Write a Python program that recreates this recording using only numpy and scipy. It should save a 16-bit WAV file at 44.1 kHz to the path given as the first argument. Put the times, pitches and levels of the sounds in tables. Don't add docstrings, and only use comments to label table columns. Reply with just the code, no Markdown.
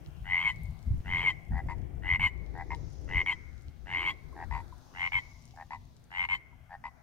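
import sys
import numpy as np
from scipy import signal
from scipy.fft import rfft, irfft, next_fast_len
from scipy.io import wavfile
from scipy.ndimage import uniform_filter1d

SR = 44100
rng = np.random.default_rng(int(sys.argv[2]) if len(sys.argv) > 2 else 0)


def master_out(mix):
    frames = np.transpose(np.atleast_2d(mix))
    ceiling = np.clip(frames, -1, 1)
    pcm = np.round(ceiling * 32767).astype(np.int16)
    wavfile.write(sys.argv[1], SR, pcm)


def convert_level_to_amplitude(level_db):
    exponent = np.asarray(level_db, float) / 20
    return 10 ** exponent


N = 309582


def columns_at(table, x):
    table = np.array(table)
    return [np.interp(x, table[:, 0], column) for column in table.T[1:]]


def curve(table):
    return columns_at(table, np.arange(N) / SR)[0]


def spectrum_db(shape, hz):
    points = np.array(shape)
    return np.interp(np.log(hz), np.log(points[:, 0]), points[:, 1])


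def noise(shape, size=N):
    n = next_fast_len(size, real=True)
    hz = np.maximum(np.arange(n // 2 + 1) * SR / n, 1)
    white = rfft(rng.standard_normal(n))
    x = irfft(white * convert_level_to_amplitude(spectrum_db(shape, hz)), n)[:size]
    return x / x.std()


def walk(rate):
    hold = int(SR / rate)
    steps = np.repeat(rng.standard_normal(N // hold + 1), hold)
    return 1.3 * uniform_filter1d(uniform_filter1d(steps, hold), hold)[:N]


def add_ring(out, s, hz, db, rise_ms, ring_ms, drop=0., pan_db=0., lead=0., phase=0.):
    t = np.arange(int(min(.04, .009 * ring_ms + .003) * SR)) / SR
    shape = (1 - np.exp(-t * 1000 / rise_ms)) ** 2 * np.exp(-t * 1000 / ring_ms)
    sag = 1 + drop * (np.exp(-t / 0.002) - .4)
    turn = 2 * np.pi * hz * np.cumsum(sag) / SR + phase
    pair = np.sin(turn + np.array([[lead], [-lead]]) / 2) * convert_level_to_amplitude(np.array([[pan_db], [-pan_db]]) / 2)
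    pair *= shape * convert_level_to_amplitude(db) / np.sqrt(np.sum(shape ** 2) / 2 / SR)
    start = int(s * SR)
    out[:, start:start + len(t)] += pair[:, :N - start]


# (frequency [Hz], width [Hz], loudest at [s], level [dB], fading [dB/s])
HUM = [
    (153.1, 31, -0.5, -54.5, 2.44),
    (224.2, 21, 1, -65, 2.5),
    (123.5, 11, 4.5, -62.5, 3),
    (255.5, 12, 4, -73.5, 1),
]


def motor_hum():
    rise_db_per_s = 11.5
    t, out = np.arange(N) / SR, np.zeros((2, N))
    right_bass = convert_level_to_amplitude(np.clip(gust_level_db() - curve(BREEZE), -45, -3))
    ports = np.array([np.full(N, 2.16), right_bass])
    for hz, width, loudest_s, db, fading in HUM:
        line = noise([(hz - 2 * width, -50), (hz - width / 2, -3), (hz, 0),
                      (hz + width / 2, -3), (hz + 2 * width, -50)])
        fall_db = np.maximum(fading * (t - loudest_s), rise_db_per_s * (loudest_s - t))
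        out += line * convert_level_to_amplitude(db - fall_db) * ports
    return out


def low_rush():
    rush_db, db_per_breeze_db, smooth_s = -63, 0.83, 0.14
    colour = [(200, -46), (270, 0.5), (350, 1), (550, -8.0), (900, -17.5), (2000, -49), (6000, -82.5)]
    mid, side = noise(colour), noise(colour)
    breeze_db = uniform_filter1d(curve(BREEZE) + 40, int(smooth_s * SR))
    level = convert_level_to_amplitude(rush_db + db_per_breeze_db * breeze_db + 3.6 * walk(7))
    pair = np.array([convert_level_to_amplitude(-2.5) * (mid + 0.86 * side), convert_level_to_amplitude(4.0) * (mid - 0.78 * side)])
    return 0.76 * level * pair


# (frequency [Hz], level [dB per Hz])
GARDEN = [(400, -20), (600, 0), (900, -3), (1400, -8), (2100, -9), (2700, -17), (3500, -16), (5000, -15),
          (6900, -20), (7700, -32), (10000, -33), (13000, -28.5), (15500, -34)]
# (time [s], level [dB])
LEAVES_DB = [(0, 4.5), (1.1, 9), (1.45, 0.5), (2, -1.5), (2.5, 7), (3.9, 11), (5.2, 17), (6.3, 7.5),
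             (6.5, 1)]


def garden_hiss():
    low_db, db_per_breeze_db = -65.5, 0.23
    low_level_db = low_db + db_per_breeze_db * (curve(BREEZE) + 40)
    leaf_level_db = curve(LEAVES_DB) - 76
    swell, hiss = walk(1.5), np.zeros((2, N))
    for hz in 500 * 2 ** np.arange(0, 5.1, .5):
        band = [(hz / 1.5, -40), (hz / 1.19, -3), (hz, 0), (hz * 1.19, -3), (hz * 1.5, -40)]
        band_db = spectrum_db(GARDEN, hz) + 10 * np.log10(hz / 3000)
        level_db = low_level_db if hz < 3000 else leaf_level_db
        both = noise(band)
        pair = np.array([convert_level_to_amplitude(2) * (.5 * both + noise(band)), convert_level_to_amplitude(-2) * (.5 * both + noise(band))])
        flicker_db = .7 * swell + 3.2 * walk(2.5) + 1.5 * walk(9)
        hiss += convert_level_to_amplitude(band_db + level_db + flicker_db) * pair
    return hiss


# (start [s], end [s], level [dB])
GUSTS = [(0.073, 0.088, -44), (0.209, 0.249, -42), (0.547, 0.731, -46.5), (0.869, 1.006, -32),
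         (1.057, 1.203, -36), (1.248, 1.327, -47.5), (1.51, 1.581, -29.5), (1.636, 1.679, -35),
         (1.94, 1.964, -49), (2.12, 2.164, -36), (2.187, 2.27, -31), (2.802, 2.819, -54.5),
         (3.107, 3.114, -48), (3.152, 3.2, -36.5), (3.675, 3.69, -33), (3.902, 3.959, -49.5),
         (4.52, 4.55, -51.5), (5.154, 5.194, -48), (5.231, 5.628, -57.5), (5.651, 5.667, -53),
         (5.762, 6.127, -59), (6.187, 6.385, -48.5), (6.556, 6.737, -62), (6.771, 6.826, -49.5),
         (6.847, 6.883, -50)]


def gust_level_db():
    shelter_db, edge_db_per_s = -81., 1201
    t, db = np.arange(N) / SR, np.full(N, shelter_db)
    for start, end, gust_db in GUSTS:
        outside_s = np.maximum(np.maximum(start - t, t - end), 0)
        db = np.maximum(db, gust_db - edge_db_per_s * outside_s)
    return db


# (frequency [Hz], level [dB per Hz])
WIND = [(15, 0.5), (30, -3), (55, 10.5), (100, 5), (160, -6.5), (250, -16.5), (400, -75), (2000, -100)]
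# (time [s], level [dB])
BREEZE = [(0, -40), (.6, -43.5), (1.0, -42), (1.28, -33.5), (1.44, -46.5), (1.6, -33), (2.2, -37),
          (2.37, -38.5), (2.76, -32), (2.97, -37.5), (3.16, -35.5), (3.8, -47), (3.98, -31.5), (4.19, -42),
          (4.58, -36), (4.71, -49), (6.1, -53.5), (7.02, -56.5)]


def wind():
    shared = noise(WIND) * convert_level_to_amplitude(3.5 * walk(14))
    own = noise([(hz * 1.25, db) for hz, db in WIND]) * convert_level_to_amplitude(4 * walk(18))
    gust = convert_level_to_amplitude(gust_level_db())
    left = shared * np.hypot(convert_level_to_amplitude(curve(BREEZE) - 2.0), gust * convert_level_to_amplitude(0.5))
    right = (.7 * shared + .7 * own) * gust * convert_level_to_amplitude(-1.0)
    return np.array([left, right])


# (time [s], peak level [dB], frequency [Hz])
PIPS = [
    (1.644, -61.5, 730),
    (4.326, -51, 1076),
    (4.724, -45.5, 1013),
    (5.538, -52.5, 770),
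    (6.527, -57, 982),
]


def third_frog():
    out = np.zeros((2, N))
    for s, db, hz in PIPS:
        add_ring(out, s, hz, db - 24.5, 1.5, 7, .05, 1.5, .2)
    return out


# (time [s], peak level [dB], frequency [Hz])
TICKS = [(0.0613, -55.5, 4150), (0.5603, -61.5, 6840), (0.634, -56, 11400), (0.7913, -63, 5340),
         (0.828, -62, 6643), (2.463, -61.5, 4320), (2.748, -48.5, 4240), (2.955, -65, 4944),
         (3.5907, -74, 5060), (3.683, -58.5, 4050), (5.024, -57, 4400), (5.423, -61.5, 6900),
         (5.454, -56.5, 7850), (5.4774, -63, 5700), (5.5093, -59, 4880), (5.9665, -63, 6560)]


def ticks():
    out = np.zeros((2, N))
    rustle = rng.random((110, 3)) * [6.4, 12, 6000] + [0, -76, 3500]
    for s, db, hz in [*TICKS, *rustle]:
        add_ring(out, s, hz, db - 31.5, .05, .3, .3, 7, 1.5)
        add_ring(out, s + 0.00089, 0.69 * hz % 14000, db - 28, .05, .25, .3, 6, 2.2)
    return out


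# (delay [ms], level [dB])
ECHOES = [
    (3.1, -38),
    (7.5, -12),
    (14, -16.5),
    (24, -29),
]


def pond(dry):
    t60_s, tail_db, tail_hz, width_hz = 0.87, -31.5, 2150, 81
    colour = [(300, -8), (1000, -3), (tail_hz - width_hz, -2), (tail_hz, -4),
              (tail_hz + width_hz, -2), (3000, -10), (9000, -14)]
    t = np.arange(SR) / SR
    patchy = convert_level_to_amplitude(3 * walk(30)[:SR])
    fade = 1000 ** (-t / t60_s) * np.minimum(t / 0.048, 1) * patchy
    gain = convert_level_to_amplitude(tail_db) / np.sqrt(np.sum(fade ** 2))
    response = np.array([noise(colour, size=SR) * fade * gain for _ in range(2)])
    response[:, 0] = 1
    for ms, db in ECHOES:
        response[:, int(ms * SR / 1000)] += convert_level_to_amplitude(db)
    return signal.fftconvolve(dry, response, axes=1)[:, :N]


# (frequency [Hz], level [dB per Hz])
SPRAY = [(2500, -22), (3600, 1), (4400, -4.5), (5500, -11.5), (7500, -8), (9500, -20.5), (12000, -17.5),
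         (14000, -31), (16000, -28.5)]


def frog(notes, swells, bearing, voice, pitch, wheeze, first_lead, body_hz, body_db, second_db, whistle_hz,
         whistle_db, snap_db, sustain, linger, spray_db, stretches=False):
    tires_after_s, growth_ms_per_s = .12, 1.5
    second_note_s = .068
    slack_db, slack_s = 3, 0.02
    wheeze_sag_s = .6
    out, gate = np.zeros((2, N)), np.zeros((2, N))
    for n, (first, last, rate, peak_db, ring_db) in enumerate(notes):
        second = n % 2
        length = last - first
        sac_hz, *leads = columns_at(bearing, (first + last) / 2)
        end_hz, dip, climb = pitch[second]
        begin = last - second_note_s if second and not stretches else first
        growth_s = growth_ms_per_s * max(length - tires_after_s, 0) / 1000
        k = np.arange(24)
        times = first + k / rate + growth_s * k * k / 2
        chance = rng.standard_normal((len(k), 9))
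        for s, luck in zip(times[times < last], chance):
            place = (s + .003 - begin) / (length if stretches else 1)
            db, sac_db, third_db, ratio = columns_at(swells[second], place)
            sac_db += ring_db
            db += peak_db - 10 * np.log10(rate)
            if s == first and not second:
                db -= 7
            f0 = end_hz * (1 - dip * np.exp(-(s - first) / climb)) * (1 + 0.029 * luck[0])
            s += .0002 * luck[1]
            hold = 1 + second * linger + sustain * second * (abs(s - first) / length) ** 1.1

            sac = sac_hz * ratio * (1 + 0.0071 * luck[2])
            third = 1.4595 * (0.53 * f0 + 1.457 * end_hz) * (1 + 0.023 * luck[7])
            partials = zip((f0, sac, third), (0, sac_db, third_db), (first_lead, *leads), voice, luck[3:])
            for hz, over_db, lead, (rise, ring, drop, pan_db), size in partials:
                add_ring(out, s, hz, db + over_db + .6 * size, rise, ring * hold, drop, pan_db, lead,
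                         .4 * size)

            high_db = db + third_db
            add_ring(out, s, body_hz, db + body_db, 1.5, 3.5, .02, 1.2, first_lead)
            add_ring(out, s, 2 * f0, db + second_db, .8, 2.5, .06, 2.5, leads[0], 3 * luck[8])
            add_ring(out, s, 4 * f0, high_db - 19.5, .9, 3.3 * hold, .03, 3.5, 2.5, 3 * luck[8])
            sink = 1 - ((s - notes[n - second][0]) / wheeze_sag_s) ** 2
            for wheeze_hz, wheeze_db in wheeze:
                add_ring(out, s, wheeze_hz * sink * (1 + .012 * luck[0]), high_db + wheeze_db + 5 * second,
                         1.5, 3 * hold, .01, 3.5, 1.9, 3 * luck[6])
            add_ring(out, s, whistle_hz * (1 + 0.038 * luck[8]), db + whistle_db, .8, 2.2, .03, 3.5, 1.9,
                     3 * luck[7])

            db += slack_db * np.exp(-(s - first) / slack_s) * (1 - second)
            add_ring(out, s, 1.558 * f0, db + snap_db, .25, 1.1, 0., 1.5, first_lead, 3 * luck[6])
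            add_ring(out, s, 2.42 * f0, db + snap_db + 7.0, .25, 1.1, 0., 1.5, leads[1], 3 * luck[7])
            add_ring(gate, s, 0, db + spray_db, 1.3, 5 * hold, phase=np.pi / 2)
        shut = int((last + 0.016) * SR)
        out[:, shut:shut + 800] *= np.exp(-np.arange(800) / SR / .004)
    out = signal.sosfilt(signal.butter(4, 660, "high", fs=SR, output="sos"), out)
    both = noise(SPRAY)
    left = convert_level_to_amplitude(3.5) * (0.27 * both + noise(SPRAY))
    right = convert_level_to_amplitude(-5.5) * (-.7 * both + noise(SPRAY))
    return out + gate * np.array([left, right])


# (first pulse [s], last pulse [s], pulse rate [1/s], peak [dB], sac ring over it [dB])
FAR_NOTES = [(1.5084, 1.603, 86.3, -43, 1), (1.6858, 1.734, 91.7, -40, -4),
             (2.5395, 2.624, 86.8, -42.5, -1), (2.7048, 2.746, 81.2, -38, -2.5),
             (4.3528, 4.441, 84.2, -42.5, -5), (4.5104, 4.605, 76.5, -38.5, -8),
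             (5.5613, 5.626, 81.3, -45, -4), (5.7063, 5.762, 77.9, -40.5, -8.5),
             (6.6947, 6.754, 91.5, -45, -1), (6.8395, 6.882, 76.3, -40.5, -3.5)]
# (share of note [1], level [dB], sac ring [dB], third partial [dB], sac pitch ratio [1])
FAR_SWELL = [
    [(0, -12, -7, -33.5, .93), (.85, -1, -0.5, -30.5, 0.98), (1.08, -7, -1.5, -23, 0.99)],
    [(0, -3.5, 0.5, -43, 1.04), (.5, 1, -1.5, -29, 1.04), (1.15, -14, -7, -27.5, 1.03)],
]
# (time [s], sac pitch [Hz], left lead of 2nd partial [rad], of 3rd partial [rad])
FAR_BEARING = [(1.6, 2000, 0.84, 1.89), (2.65, 2033, 0.75, 1.7), (4.4, 1945, -0.84, 0),
               (4.55, 1985, 1.82, 1.6), (5.6, 1860, 0.31, 1.7), (5.73, 1983, 2, 1.85),
               (6.72, 1882, 0.76, 0.8), (6.858, 1970, 1.8, 0.89)]
# (rise [ms], ring [ms], pitch drop share [1], left minus right [dB])
FAR_VOICE = [
    (2, 1.67, 0.097, 4.6),
    (1.8, 3.5, 0.025, 2.8),
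    (0.47, 1.4, 0.051, 1.2),
]
# (end pitch [Hz], starting dip share [1], climb [s])
FAR_PITCH = [
    (880, 0.085, 0.1),
    (994.5, 0.074, 0.0064),
]


def far_frog():
    return frog(FAR_NOTES, FAR_SWELL, FAR_BEARING, FAR_VOICE, FAR_PITCH, wheeze=[], first_lead=0.15,
                body_hz=806, body_db=-8, second_db=-8.5, whistle_hz=4850, whistle_db=-29.5,
                snap_db=-23, sustain=.6, linger=0.94, spray_db=-35.5, stretches=True)


# (first pulse [s], last pulse [s], pulse rate [1/s], peak [dB], sac ring over it [dB])
NEAR_NOTES = [(0.244, 0.43, 94.75, -45.5, 18.5), (0.4368, 0.504, 110, -42.5, 16.5),
              (1.0472, 1.232, 95.0, -44.5, 14.5), (1.2381, 1.306, 94.25, -42, 15.5),
              (2.0227, 2.161, 90.3, -45, 19), (2.1949, 2.273, 95.0, -40.5, 14),
              (3.078, 3.22, 90.1, -45, 17), (3.261, 3.328, 95.7, -42.5, 15),
              (3.8583, 4.033, 93, -44.5, 11.5), (4.0398, 4.108, 93.5, -41.5, 10),
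              (4.938, 5.077, 90.1, -45, 13), (5.1196, 5.188, 93.2, -43.5, 15),
              (6.1048, 6.253, 92.3, -44.5, 13.5), (6.2875, 6.353, 97.75, -42.5, 12.5)]
# (time into note [s], level [dB], sac ring [dB], third partial [dB], sac pitch ratio [1])
NEAR_SWELL = [
    [(0, -15, -12.5, -6, 0.88), (.045, -6, -7, -0.5, .96), (.09, 0.5, 1, -2.5, .975),
     (.135, 1, -2.5, -3, 1), (.19, 2, -13.5, 1, .99)],
    [(0, -5, -3.5, 0.5, 1.03), (.04, 1.5, 3.5, -3, 1.003), (.052, -0.5, -2.5, 1.5, 1.0),
     (.075, -3, -10, 3.5, 0.9)],
]
# (time [s], sac pitch [Hz], left lead of 2nd [rad], 3rd partial [rad])
NEAR_BEARING = [(.4, 2150, 1.37, 1.15), (1.2, 2159, 1.35, 1.16), (2.15, 2135, 1.28, 0.77),
                (3.198, 2150, 1.1, 0.37), (3.999, 2170, 1.59, 0.91), (5.079, 2175, 4.33, 1.68),
                (6.25, 2147, 3.84, 1.75)]
# (rise [ms], ring [ms], pitch drop share [1], left minus right [dB])
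NEAR_VOICE = [
    (1.3, 1.87, 0.16, 1),
    (3.2, 2.12, 0.015, 3.5),
    (2, 1.5, 0.059, 1.5),
]
# (end pitch [Hz], starting dip share [1], climb [s])
NEAR_PITCH = [
    (1043.7, 0.32, 0.046),
    (1079.5, 0.13, 0.02),
]
# (frequency [Hz], level [dB])
WHEEZE = [(8900, -33), (13700, -36.5), (14900, -40.5)]


def near_frog():
    return frog(NEAR_NOTES, NEAR_SWELL, NEAR_BEARING, NEAR_VOICE, NEAR_PITCH, wheeze=WHEEZE, first_lead=0.82,
                body_hz=862, body_db=-6.5, second_db=1.5, whistle_hz=3280, whistle_db=-21.5,
                snap_db=-10, sustain=1.9, linger=.1, spray_db=-25)


def scene():
    background = motor_hum() + low_rush() + garden_hiss()
    animals = third_frog() + ticks() + far_frog() + near_frog()
    return background + wind() + pond(animals)


def roll_off(x):
    return signal.sosfilt(signal.butter(12, 15710, fs=SR, output="sos"), x)


def record(dry):
    return roll_off(dry)


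dry = scene()
out = record(dry)
master_out(out)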